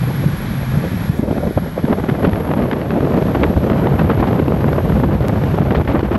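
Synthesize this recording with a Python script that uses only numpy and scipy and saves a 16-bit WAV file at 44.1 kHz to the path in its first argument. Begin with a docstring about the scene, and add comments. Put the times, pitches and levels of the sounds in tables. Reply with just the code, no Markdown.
"""At a louvred grille with two large exhaust fans running behind it.
From a step back: a steady roar of air, a hum in the duct, thin motor tones and a high whine.
After a second the microphone moves up to the grille and into the outflow, where eddies buffet it:
gusting noise, rumble, a hollow note, snaps, short rips and low thumps.
A limiter holds down the strongest buffets."""
import sys
import numpy as np
from scipy import signal
from scipy.fft import rfft, irfft
from scipy.io import wavfile
from scipy.ndimage import uniform_filter1d, minimum_filter1d

SR = 44100
rng = np.random.default_rng(int(sys.argv[2]) if len(sys.argv) > 2 else 0)


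def int16_out(signal):
    """Quantize to a 16-bit WAV file."""
    q = np.round(np.clip(np.atleast_2d(signal).T, -1, 1) * 32767)
    wavfile.write(sys.argv[1], SR, q.astype(np.int16))


N = 272538
T = np.arange(N) / SR
HZ = np.fft.rfftfreq(N, 1 / SR)


def amp(db):
    """Decibels to gain."""
    return 10 ** (np.asarray(db) / 20)


def unit(x):
    """Scales to rms 1."""
    return x / np.sqrt(np.mean(x ** 2) + 1e-20)


def curve(rows, column=1):
    """One column of a table, joined by straight lines in time."""
    rows = np.asarray(rows)
    return np.interp(T, rows[:, 0], rows[:, column])


def colour(points):
    """Gain at every frequency from a few (Hz, dB) points."""
    hz, db = np.transpose(points)
    return amp(np.interp(np.log(HZ + 1), np.log(hz + 1), db))


def noise(gain):
    """Noise of rms 1 with the given spectral shape."""
    return unit(irfft(rfft(rng.standard_normal(N)) * gain, N))


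def drift(rate_hz):
    """A smooth random signal that changes up to about the given rate."""
    return noise(1 / (1 + (HZ / rate_hz) ** 2) / (1 + (HZ / (10 * rate_hz)) ** 2))


def steady(x, size):
    """Evens out the level of a noise over about size samples."""
    return x / np.sqrt(uniform_filter1d(uniform_filter1d(x ** 2, size), size) + 1e-6)


def resonance(hz, width_hz):
    """The spectrum of a resonance with peak gain 1."""
    return 1 / (1 + ((HZ - hz) / width_hz) ** 2)


def resonate(x, hz, width_hz):
    """Passes x through a resonance that follows the curve hz."""
    carrier = np.exp(2j * np.pi * np.cumsum(hz) / SR)
    pole = np.exp(-np.pi * width_hz / SR)
    return 2 * (carrier * signal.lfilter([1 - pole], [1, -pole], x / carrier)).real


def swell(peak_s, half_length_s, rise=1):
    """A smooth bump; rise below 1 quickens the attack and draws out the fall."""
    out = np.zeros(N)
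    near = slice(*np.searchsorted(T, [peak_s - .1, peak_s + .1]))
    u = (T[near] - peak_s) / half_length_s
    out[near] = np.exp(-np.where(u < 0, u / rise, u * rise) ** 2)
    return out


def snap(impulses, leak_hz=400, corner_hz=1700, top_hz=5600):
    """Turns impulses into sudden pressure steps that leak away within a millisecond."""
    leak = 1j * HZ / (1j * HZ + leak_hz)
    shape = leak / (1 + 1j * HZ / corner_hz) ** 2 / (1 + (HZ / top_hz) ** 6)
    return irfft(rfft(impulses) * shape, N) / abs(irfft(shape, N)).max()


# One scuff on the way up to the grille: peak_s, level_db, half_length_s
SCUFF = (1.18, -48, .022)

def scuff():
    """A brief, faint brush of treble."""
    peak_s, level_db, half_length_s = SCUFF
    treble = noise(colour([(2000, -12), (7000, 2), (12000, 0), (15000, -3)]))
    return amp(level_db) * swell(peak_s, half_length_s) * treble


# One digital click in the signal: start_s, level_db
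DIGITAL_CLICK = (5.284, -8)

def digital_click(decay_s=0.00067):
    """One thin, sharp digital click that dies away at once."""
    start_s, level_db = DIGITAL_CLICK
    return amp(level_db) * (T >= start_s) * np.exp(-abs(T - start_s) / decay_s)


# The fans as heard along the microphone's path, in relative levels: time_s, roar_db, whine_db
FAN_PATH = [(0, -52.5, -43.5), (0.6, -53, -46), (1.09, -53, -45.5), (1.14, -56, -48), (1.26, -59.5, -52),
            (1.34, -56, -50.5), (1.6, -57.5, -47.5), (2.0, -58, -50.5), (2.45, -61, -48.5),
            (2.85, -61.5, -52), (3.2, -57.5, -48.5), (3.7, -59, -50), (4.15, -61.5, -47.5),
            (4.45, -60.5, -49.5), (5.0, -57.5, -47.5), (5.08, -63, -53.5), (5.5, -57.5, -49.5),
            (5.8, -62.5, -52), (6.18, -66, -54)]

def fans():
    """All that comes from the fans; roar and tones fade as the microphone turns into the grille."""
    reach = amp(curve(FAN_PATH))
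    whine_gain = amp(curve(FAN_PATH, column=2))
    tone_gain = (reach / reach[0]) ** 0.92  # the tones fade a little less than the roar
    return whine_gain * whine() + tone_gain * motor_tones() + duct_hum() + reach * roar()


# The whine from a step back and from close to the grille: pitch_hz, width_hz, far_db, close_db
WHINE_LINES = [(11145, 30, -8, -18), (11310, 40, -3, -14), (11375, 35, -12, -7), (11430, 330, 0, -3),
               (11455, 35, -7, -14), (11513, 30, -10, -3), (11680, 70, -13, -9), (11970, 170, -14, -8),
               (12340, 35, -26, -24), (12435, 35, -26, -28)]

def whine(turn_s=3, turn_length_s=.6):
    """Fuzzy high lines, likely the motor drive; their balance shifts as the microphone moves in."""
    band = resonance(11600, 560) ** .5 / (1 + (HZ / 12550) ** 100)
    close = np.clip((T - turn_s) / turn_length_s + .5, 0, 1)
    out = np.zeros(N)
    for pitch_hz, width_hz, far_db, close_db in WHINE_LINES:
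        level_db = far_db + (close_db - far_db) * close
        out += amp(level_db) * noise(band * resonance(pitch_hz, width_hz))
    return unit(out)


# The motors behind the grille, from where the microphone starts: pitch_hz, level_db
MOTOR_TONES = [(501, -52), (894, -58), (1028, -54), (1168, -53), (1427, -55), (1690, -52), (2283, -59),
               (3168, -67), (3391, -68), (3957, -64), (4565, -69), (5325, -69), (5626, -70), (5693, -72),
               (6089, -71), (6218, -75), (7603, -76)]

def motor_tones(waver=0.000905, flutter_db=7.0):
    """Thin motor tones, each wavering in pitch and level in its own way."""
    wander, flutter = drift(5.2), np.tanh(drift(1.8))
    out = np.zeros(N)
    for pitch_hz, level_db in MOTOR_TONES:
        shift = rng.integers(N)
        turns = np.cumsum(pitch_hz * (1 + waver * np.roll(wander, shift))) / SR
        level = amp(level_db + flutter_db * np.roll(flutter, shift))
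        out += level * np.sqrt(2) * np.sin(2 * np.pi * turns)
    return out


# The duct's hum along the microphone's path: time_s, relative_db
HUM_PATH = [(0, -15), (.15, -24.5), (.27, -17), (.42, -25), (.62, -21), (.73, -17.5), (.86, -32),
            (1.08, -25), (1.25, -38), (2.2, -25.5), (3.3, -26.5), (3.8, -19.5), (4.2, -18.5), (4.55, -22.5),
            (4.9, -19), (5.6, -21.5), (6.18, -26.5)]

def duct_hum(pitch_hz=140, width_hz=30, tone_db=-9.0, boom_db=0.5, throb_db=2.0, throb_hz=7):
    """The blade-passing tone, half buried in air that booms in the duct; it throbs unevenly."""
    turns = np.cumsum(pitch_hz * (1 + .03 * drift(13.4))) / SR
    tone = np.sqrt(2) * np.sin(2 * np.pi * turns)
    level = amp(curve(HUM_PATH) + throb_db * np.tanh(drift(throb_hz)))
    boom = steady(noise(resonance(pitch_hz, width_hz)), size=4000)
    return level * (amp(tone_db) * tone + amp(boom_db) * boom)


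# The fans' rush of air in front of the grille: frequency_hz, relative_db
ROAR_COLOUR = [(25, -17), (42, -2), (60, -5), (100, -9.5), (170, 0.5), (300, -11), (480, -45), (750, -21.5),
               (1130, -22), (1290, -24), (1480, -21), (2400, -25.5), (2750, -28), (3400, -30.5),
               (5200, -39), (10500, -50), (12600, -69), (13200, -90), (14000, -115)]
# The notch in the roar as the microphone moves: time_s, centre_hz, depth_share
ROAR_NOTCH = [(0, 2750, 0.4), (1.05, 2850, 0.6), (1.35, 2840, .85), (1.75, 2640, 1), (2.4, 2870, .55),
              (3.0, 2900, 0), (3.35, 2820, 0.4), (3.6, 2050, 0.6), (5.0, 1950, 0.2), (6.18, 1850, 0.1)]

def roar(gain_db=29.5):
    """Broad blade noise; a reflection, likely off the louvres, cuts a moving notch in it."""
    rush = amp(gain_db) * noise(colour(ROAR_COLOUR))
    return rush - curve(ROAR_NOTCH, column=2) * resonate(rush, curve(ROAR_NOTCH), width_hz=440)


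# The microphone crosses the gusty edge of the outflow into its core:
# time_s, strength_db, brightness_db, gustiness_db
FLOW_PATH = [(0, -32, -10, 8), (.22, -32.5, -16, -1.5), (.4, -32.5, -9, 0), (.72, -35.5, -3, 3),
             (.84, -26.5, -14, 2), (.94, -30, -14, 8.5), (1.01, -35.5, -4, -2), (1.15, -31.5, -13, -0.5),
             (1.21, -25, -17, 4), (1.5, -27, -13.5, 5), (1.72, -35.5, -2.5, 3), (1.86, -24.5, -9.5, 5),
             (2.16, -25, -6.5, 3), (2.27, -20.5, -10.5, 4.5), (2.4, -23, -6, 2), (2.6, -22, -9, 2.5),
             (2.92, -22.5, -9, -0.5), (3.02, -17.5, -12.5, 0.5), (3.15, -19, -10.5, 2.5),
             (3.3, -22, -9, 1.5), (3.52, -21.5, -12, 4.5), (3.72, -19.5, -9, -1.5), (3.95, -23, -6.5, 0),
             (4.2, -20.5, -6, 2.5), (4.45, -23.5, -9, 0.5), (4.82, -23, -8, 0), (5.02, -23, -9.5, 1.5),
             (5.2, -23.5, -8, 3.5), (5.55, -23.5, -7, -1.5), (5.78, -23, -9, 7), (6.0, -27, -4.5, 2.5),
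             (6.18, -25.5, -5, 3)]

def airflow(gust_hz=22.5, lull_db=1.0, lull_lead_s=.011, lull_half_s=.006):
    """The flow's strength, gusts and brightness in dB; it surges at random and slackens before rips."""
    lulls = sum(swell(crest_s - lull_lead_s, lull_half_s) for crest_s, *_ in RIPS)
    surges_db = curve(FLOW_PATH, column=3) * unit(np.tanh(1.9 * drift(gust_hz)))
    gust_db = surges_db - lull_db * (np.minimum(lulls, 1) - np.mean(lulls))
    return curve(FLOW_PATH) + gust_db, gust_db, curve(FLOW_PATH, column=2)


# A hollow note, strongest with the microphone at the outflow's edge: time_s, level_over_flow_db
HOLLOW_PATH = [(0, -6), (1.1, -15), (1.45, 0.5), (2.3, -15.5), (3.08, -9), (3.3, -13), (6.18, -34)]

def hollow_note(strength_db, pitch_hz=524, width_hz=167, wander=0.17, eddy_hz=45, eddy_db=3):
    """The wind hoots faintly in one broad resonance whose pitch wanders."""
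    hz = pitch_hz * (1 + wander * np.tanh(drift(9)))
    note = resonate(resonate(rng.standard_normal(N), hz, width_hz), hz, width_hz)
    gusting = unit(amp(eddy_db * drift(eddy_hz)))
    return amp(strength_db + curve(HOLLOW_PATH)) * unit(note) * gusting


def spits(vigour_db, per_s=70, gain_db=-15.0):
    """Countless small snaps on the microphone, more and louder in strong, bright flow."""
    vigour = amp(vigour_db)
    chance = per_s * unit(vigour) ** 2 / SR
    impulses = rng.choice([-1, 1], N) * (rng.random(N) < chance)
    return amp(gain_db) * vigour * unit(snap(impulses))


# Wind rumble on the microphone: frequency_hz, relative_db
RUMBLE_COLOUR = [(10, -27), (25, -43), (40, -8), (60, 11.5), (100, 10), (140, -5.5), (220, -5.5),
                 (500, -73)]
# The rumble along the path, strongest close to the grille: time_s, level_db
RUMBLE_PATH = [(0, -34), (1.0, -26.5), (1.7, -30.5), (3.44, -25), (3.58, -21), (4.4, -23), (4.95, -18.5),
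               (6.18, -21)]

def rumble(gust_db, eddies, eddy_db=-0.9):
    """Slow, large eddies rumble; the level rises with each gust and dips a little at each fast eddy."""
    bass = noise(colour(RUMBLE_COLOUR)) * unit(amp(eddy_db * eddies))
    return amp(curve(RUMBLE_PATH) + gust_db) * bass


# Wind noise right on the microphone: frequency_hz, relative_db
BUFFET_COLOUR = [(60, -44), (120, -5.5), (190, 4.5), (300, -1), (570, -4.5), (1000, -13), (1800, -22.5),
                 (3200, -35.5), (5500, -52), (9000, -54), (13000, -95)]

def buffeting(strength_db, bright_db, eddies, gain_db=4.0, eddy_db=3.0, usual_bright_db=-6.0):
    """Turbulence on the microphone: each eddy swells the noise, and bright flow lifts its treble."""
    air = rfft(noise(colour(BUFFET_COLOUR)))
    octave = np.clip(np.log2((HZ + 1) / 400), -2, 4)
    tilt_db = 0.74 * (bright_db - usual_bright_db)  # per octave, over the two octaves above 400 Hz
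    out = np.zeros(N)
    for k in range(-2, 5):
        band = irfft(air * np.maximum(1 - abs(octave - k), 0), N)
        out += band * amp(np.clip(k, 0, 2) * tilt_db)
    return amp(strength_db + gain_db) * unit(amp(eddy_db * eddies)) * out


# Large eddies that strike the microphone: start_s, relative_db, pitch_hz
THUMPS = [(0.259, 3, 143), (0.77, 0, 143), (0.941, -4, 202), (1.094, 6.5, 142), (1.192, 1, 204),
          (1.227, -1.5, 263), (1.508, -2.5, 394), (1.563, -1, 102), (1.575, 3, 620), (1.619, -9, 190),
          (1.778, -1, 490), (1.84, 3, 237), (1.907, 4.5, 220), (2.115, -0.5, 151), (2.264, -1.5, 196),
          (2.274, 10, 192), (2.323, -2.5, 93), (3.436, -2, 790), (3.443, -7, 210), (3.555, -1.5, 76.6),
          (4.398, 3, 330), (5.283, -3.5, 219), (5.603, 3, 152), (5.943, 1, 258), (6.029, 0.5, 324)]

def thumps(gain_db=-5.0, rise_cycles=0.78):
    """A large eddy swings the pressure to and fro once or twice."""
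    out = np.zeros(N)
    for (start_s, relative_db, pitch_hz), phase in zip(THUMPS, rng.random(len(THUMPS))):
        turns = np.clip((T - start_s) * pitch_hz, 0, 20)
        age = turns / rise_cycles
        envelope = (age * np.exp(1 - age)) ** 2
        out += amp(relative_db) * envelope * np.sin(2 * np.pi * (turns + phase))
    return amp(gain_db) * out


# A rip's body and the fizz at its crest, right on the microphone: frequency_hz, relative_db
RIP_COLOUR = [(60, -3), (230, 15), (600, 5.5), (1500, -9), (2300, -21), (3500, -33), (6000, -59),
              (13000, -95)]
FIZZ_COLOUR = [(300, -26), (850, 10.5), (1500, 10), (2000, 4), (3000, -3), (4500, -19.5), (6500, -49),
               (10000, -40), (13500, -100)]
# Small fast eddies tearing past the microphone, in relative levels:
# crest_s, body_db, half_length_s, crest_db
RIPS = [(0.039, -21, 0.0023, -41), (0.11, -19, 0.002, -42), (0.24, -16.5, 0.0033, -44),
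        (0.84, -24, 0.0043, -40), (1.281, -21, 0.0069, -42), (1.312, -15.5, 0.0027, -25.5),
        (1.38, -17.5, 0.0039, -34), (1.441, -27, 0.0023, -44), (1.473, -21, 0.0021, -40),
        (1.578, -13, 0.0067, -29), (1.624, -27, 0.0025, -48), (1.662, -19, 0.0045, -42),
        (1.78, -18.5, 0.0067, -40), (1.789, -23, 0.0017, -33), (1.853, -20, 0.0021, -22),
        (1.915, -15, 0.0036, -28), (1.929, -12.5, 0.0056, -20), (1.938, -20, 0.0045, -42),
        (1.986, -16, 0.0023, -40), (1.994, -23, 0.0017, -39), (2.047, -25, 0.0022, -37),
        (2.09, -12, 0.0066, -19.5), (2.099, -16, 0.0016, -13.5), (2.151, -22, 0.0036, -26),
        (2.231, -16, 0.0053, -26), (2.25, -18, 0.008, -15), (2.295, -7, 0.0011, -15),
        (2.334, -23, 0.003, -21.5), (2.359, -18, 0.0011, -20), (2.515, -11, 0.003, -24),
        (2.538, -13, 0.0026, -19), (2.582, -31, 0.0024, -25), (2.624, -20, 0.0048, -22.5),
        (2.714, -32, 0.0031, -14.5), (2.732, -14.5, 0.0049, -17), (2.816, -29, 0.001, -20),
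        (2.907, -18, 0.0018, -16), (2.918, -15, 0.0036, -25), (3.007, -19, 0.0035, -23),
        (3.052, -14, 0.0044, -28), (3.072, -10, 0.0013, -35), (3.122, -16, 0.0037, -30),
        (3.175, -15, 0.0033, -26), (3.216, -13, 0.0024, -34), (3.224, -7.5, 0.002, -18),
        (3.267, -33, 0.0033, -26), (3.352, -14, 0.0073, -17), (3.4345, -13, .002, -8),
        (3.4395, -12, .0032, -9), (3.539, -15, 0.0023, -34), (3.566, -15.5, 0.0027, -35),
        (3.642, -11, 0.0019, -37), (3.7, -14, 0.002, -17), (3.72, -9, 0.0027, -26),
        (3.732, -17, 0.0033, -20), (3.745, -16, .003, -27), (3.842, -16.5, 0.0025, -26),
        (3.857, -11, 0.0037, -32), (3.872, -5, 0.0025, -12), (3.995, -12, 0.0046, -16),
        (4.05, -12, 0.0026, -44), (4.101, -11, 0.0067, -19), (4.117, -13, 0.0024, -18),
        (4.177, -15, 0.0046, -34), (4.217, -18, 0.002, -30), (4.23, -10, 0.0066, -25),
        (4.242, -8, 0.0013, -28), (4.331, -8, .002, -24), (4.397, -17.5, 0.0063, -20.5),
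        (4.482, -8.5, 0.0018, -16.5), (4.522, -8, 0.0031, -32), (4.544, -14, .003, -32),
        (4.608, -18, 0.0037, -21), (4.644, -6, 0.0014, -32), (4.685, -15.5, 0.0069, -23),
        (4.731, -11.5, 0.0036, -19), (4.784, -9, 0.005, -25), (4.898, -11.5, 0.0026, -24),
        (4.923, -8, 0.0014, -25), (5, -12, 0.0022, -35), (5.037, -10.5, 0.0054, -28),
        (5.295, -16.5, 0.0093, -27), (5.358, -21, 0.0026, -32), (5.438, -13, 0.0027, -18.5),
        (5.587, -13, 0.0029, -31), (5.618, -15, 0.0093, -25), (5.709, -15.5, 0.0045, -16),
        (5.723, -9, 0.0011, -20), (5.751, -13, 0.0045, -11.5), (5.759, -22, 0.001, -14),
        (5.766, -16, 0.0013, -15), (5.799, -7.5, 0.00068, -29), (5.878, -19.5, 0.0042, -17.5),
        (5.956, -12, 0.011, -26), (5.994, -16.5, 0.0022, -14.5), (6.034, -19, 0.0028, -27),
        (6.118, -13.5, 0.0037, -23), (6.154, -19, 0.0067, -19)]

def rips(body_gain_db=1.5, fizz_gain_db=-5.5, snap_gain_db=2.0, crest_cap_db=-15, grain_db=2.0):
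    """Bursts of turbulence that swell and die in milliseconds; sharp ones fizz and snap at the crest."""
    body, fizz, crests = np.zeros((3, N))
    signs = rng.choice([-1, 1], len(RIPS))
    for (crest_s, body_db, half_length_s, crest_db), sign in zip(RIPS, signs):
        shape = swell(crest_s, half_length_s, rise=0.75)
        body += amp(body_db + body_gain_db) * shape
        fizz += amp(crest_db + fizz_gain_db) * shape
        # the hardest rips fizz more but snap no louder
        crests[round(crest_s * SR)] = amp(min(crest_db, crest_cap_db)) * sign
    grain = unit(amp(grain_db * np.tanh(2 * drift(390))))
    tearing = steady(noise(colour(RIP_COLOUR)), size=150)
    fizzing = steady(noise(colour(FIZZ_COLOUR)), size=110)
    return grain * (body * tearing + fizz * fizzing) + amp(snap_gain_db) * snap(crests)


def scene():
    """Fans behind the grille, and their outflow on one microphone."""
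    strength_db, gust_db, bright_db = airflow()
    eddies = unit(np.tanh(1.8 * drift(rate_hz=60)))
    wind = buffeting(strength_db, bright_db, eddies) + rumble(gust_db, eddies) + hollow_note(strength_db)
    hits = rips() + spits(strength_db + bright_db) + thumps()
    return (scuff() + digital_click() + fans() + wind + hits)[None]


def record(dry, bass_cut_hz=42, ceiling_db=-3.0, recovery_db_per_s=250, top_hz=15780):
    """The microphone sheds deep bass, a fast limiter ducks the hardest buffets, a low-pass follows."""
    heard = irfft(rfft(dry) / np.sqrt(1 + (bass_cut_hz / (HZ + 1)) ** 4), N)
    over_db = np.maximum(20 * np.log10(abs(heard[0]) + 1e-9) - ceiling_db, 0)
    ahead_db = -minimum_filter1d(-over_db, size=65)  # the limiter sees each peak coming
    recovery_db = T * recovery_db_per_s
    held_db = np.maximum.accumulate(ahead_db + recovery_db) - recovery_db
    duck_db = uniform_filter1d(uniform_filter1d(held_db, size=45), size=21)
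    lowpass = signal.firwin(511, top_hz, window=("kaiser", 9), fs=SR)
    return signal.oaconvolve(heard * amp(-duck_db), lowpass[None], "same")


dry = scene()
out = record(dry)
int16_out(out)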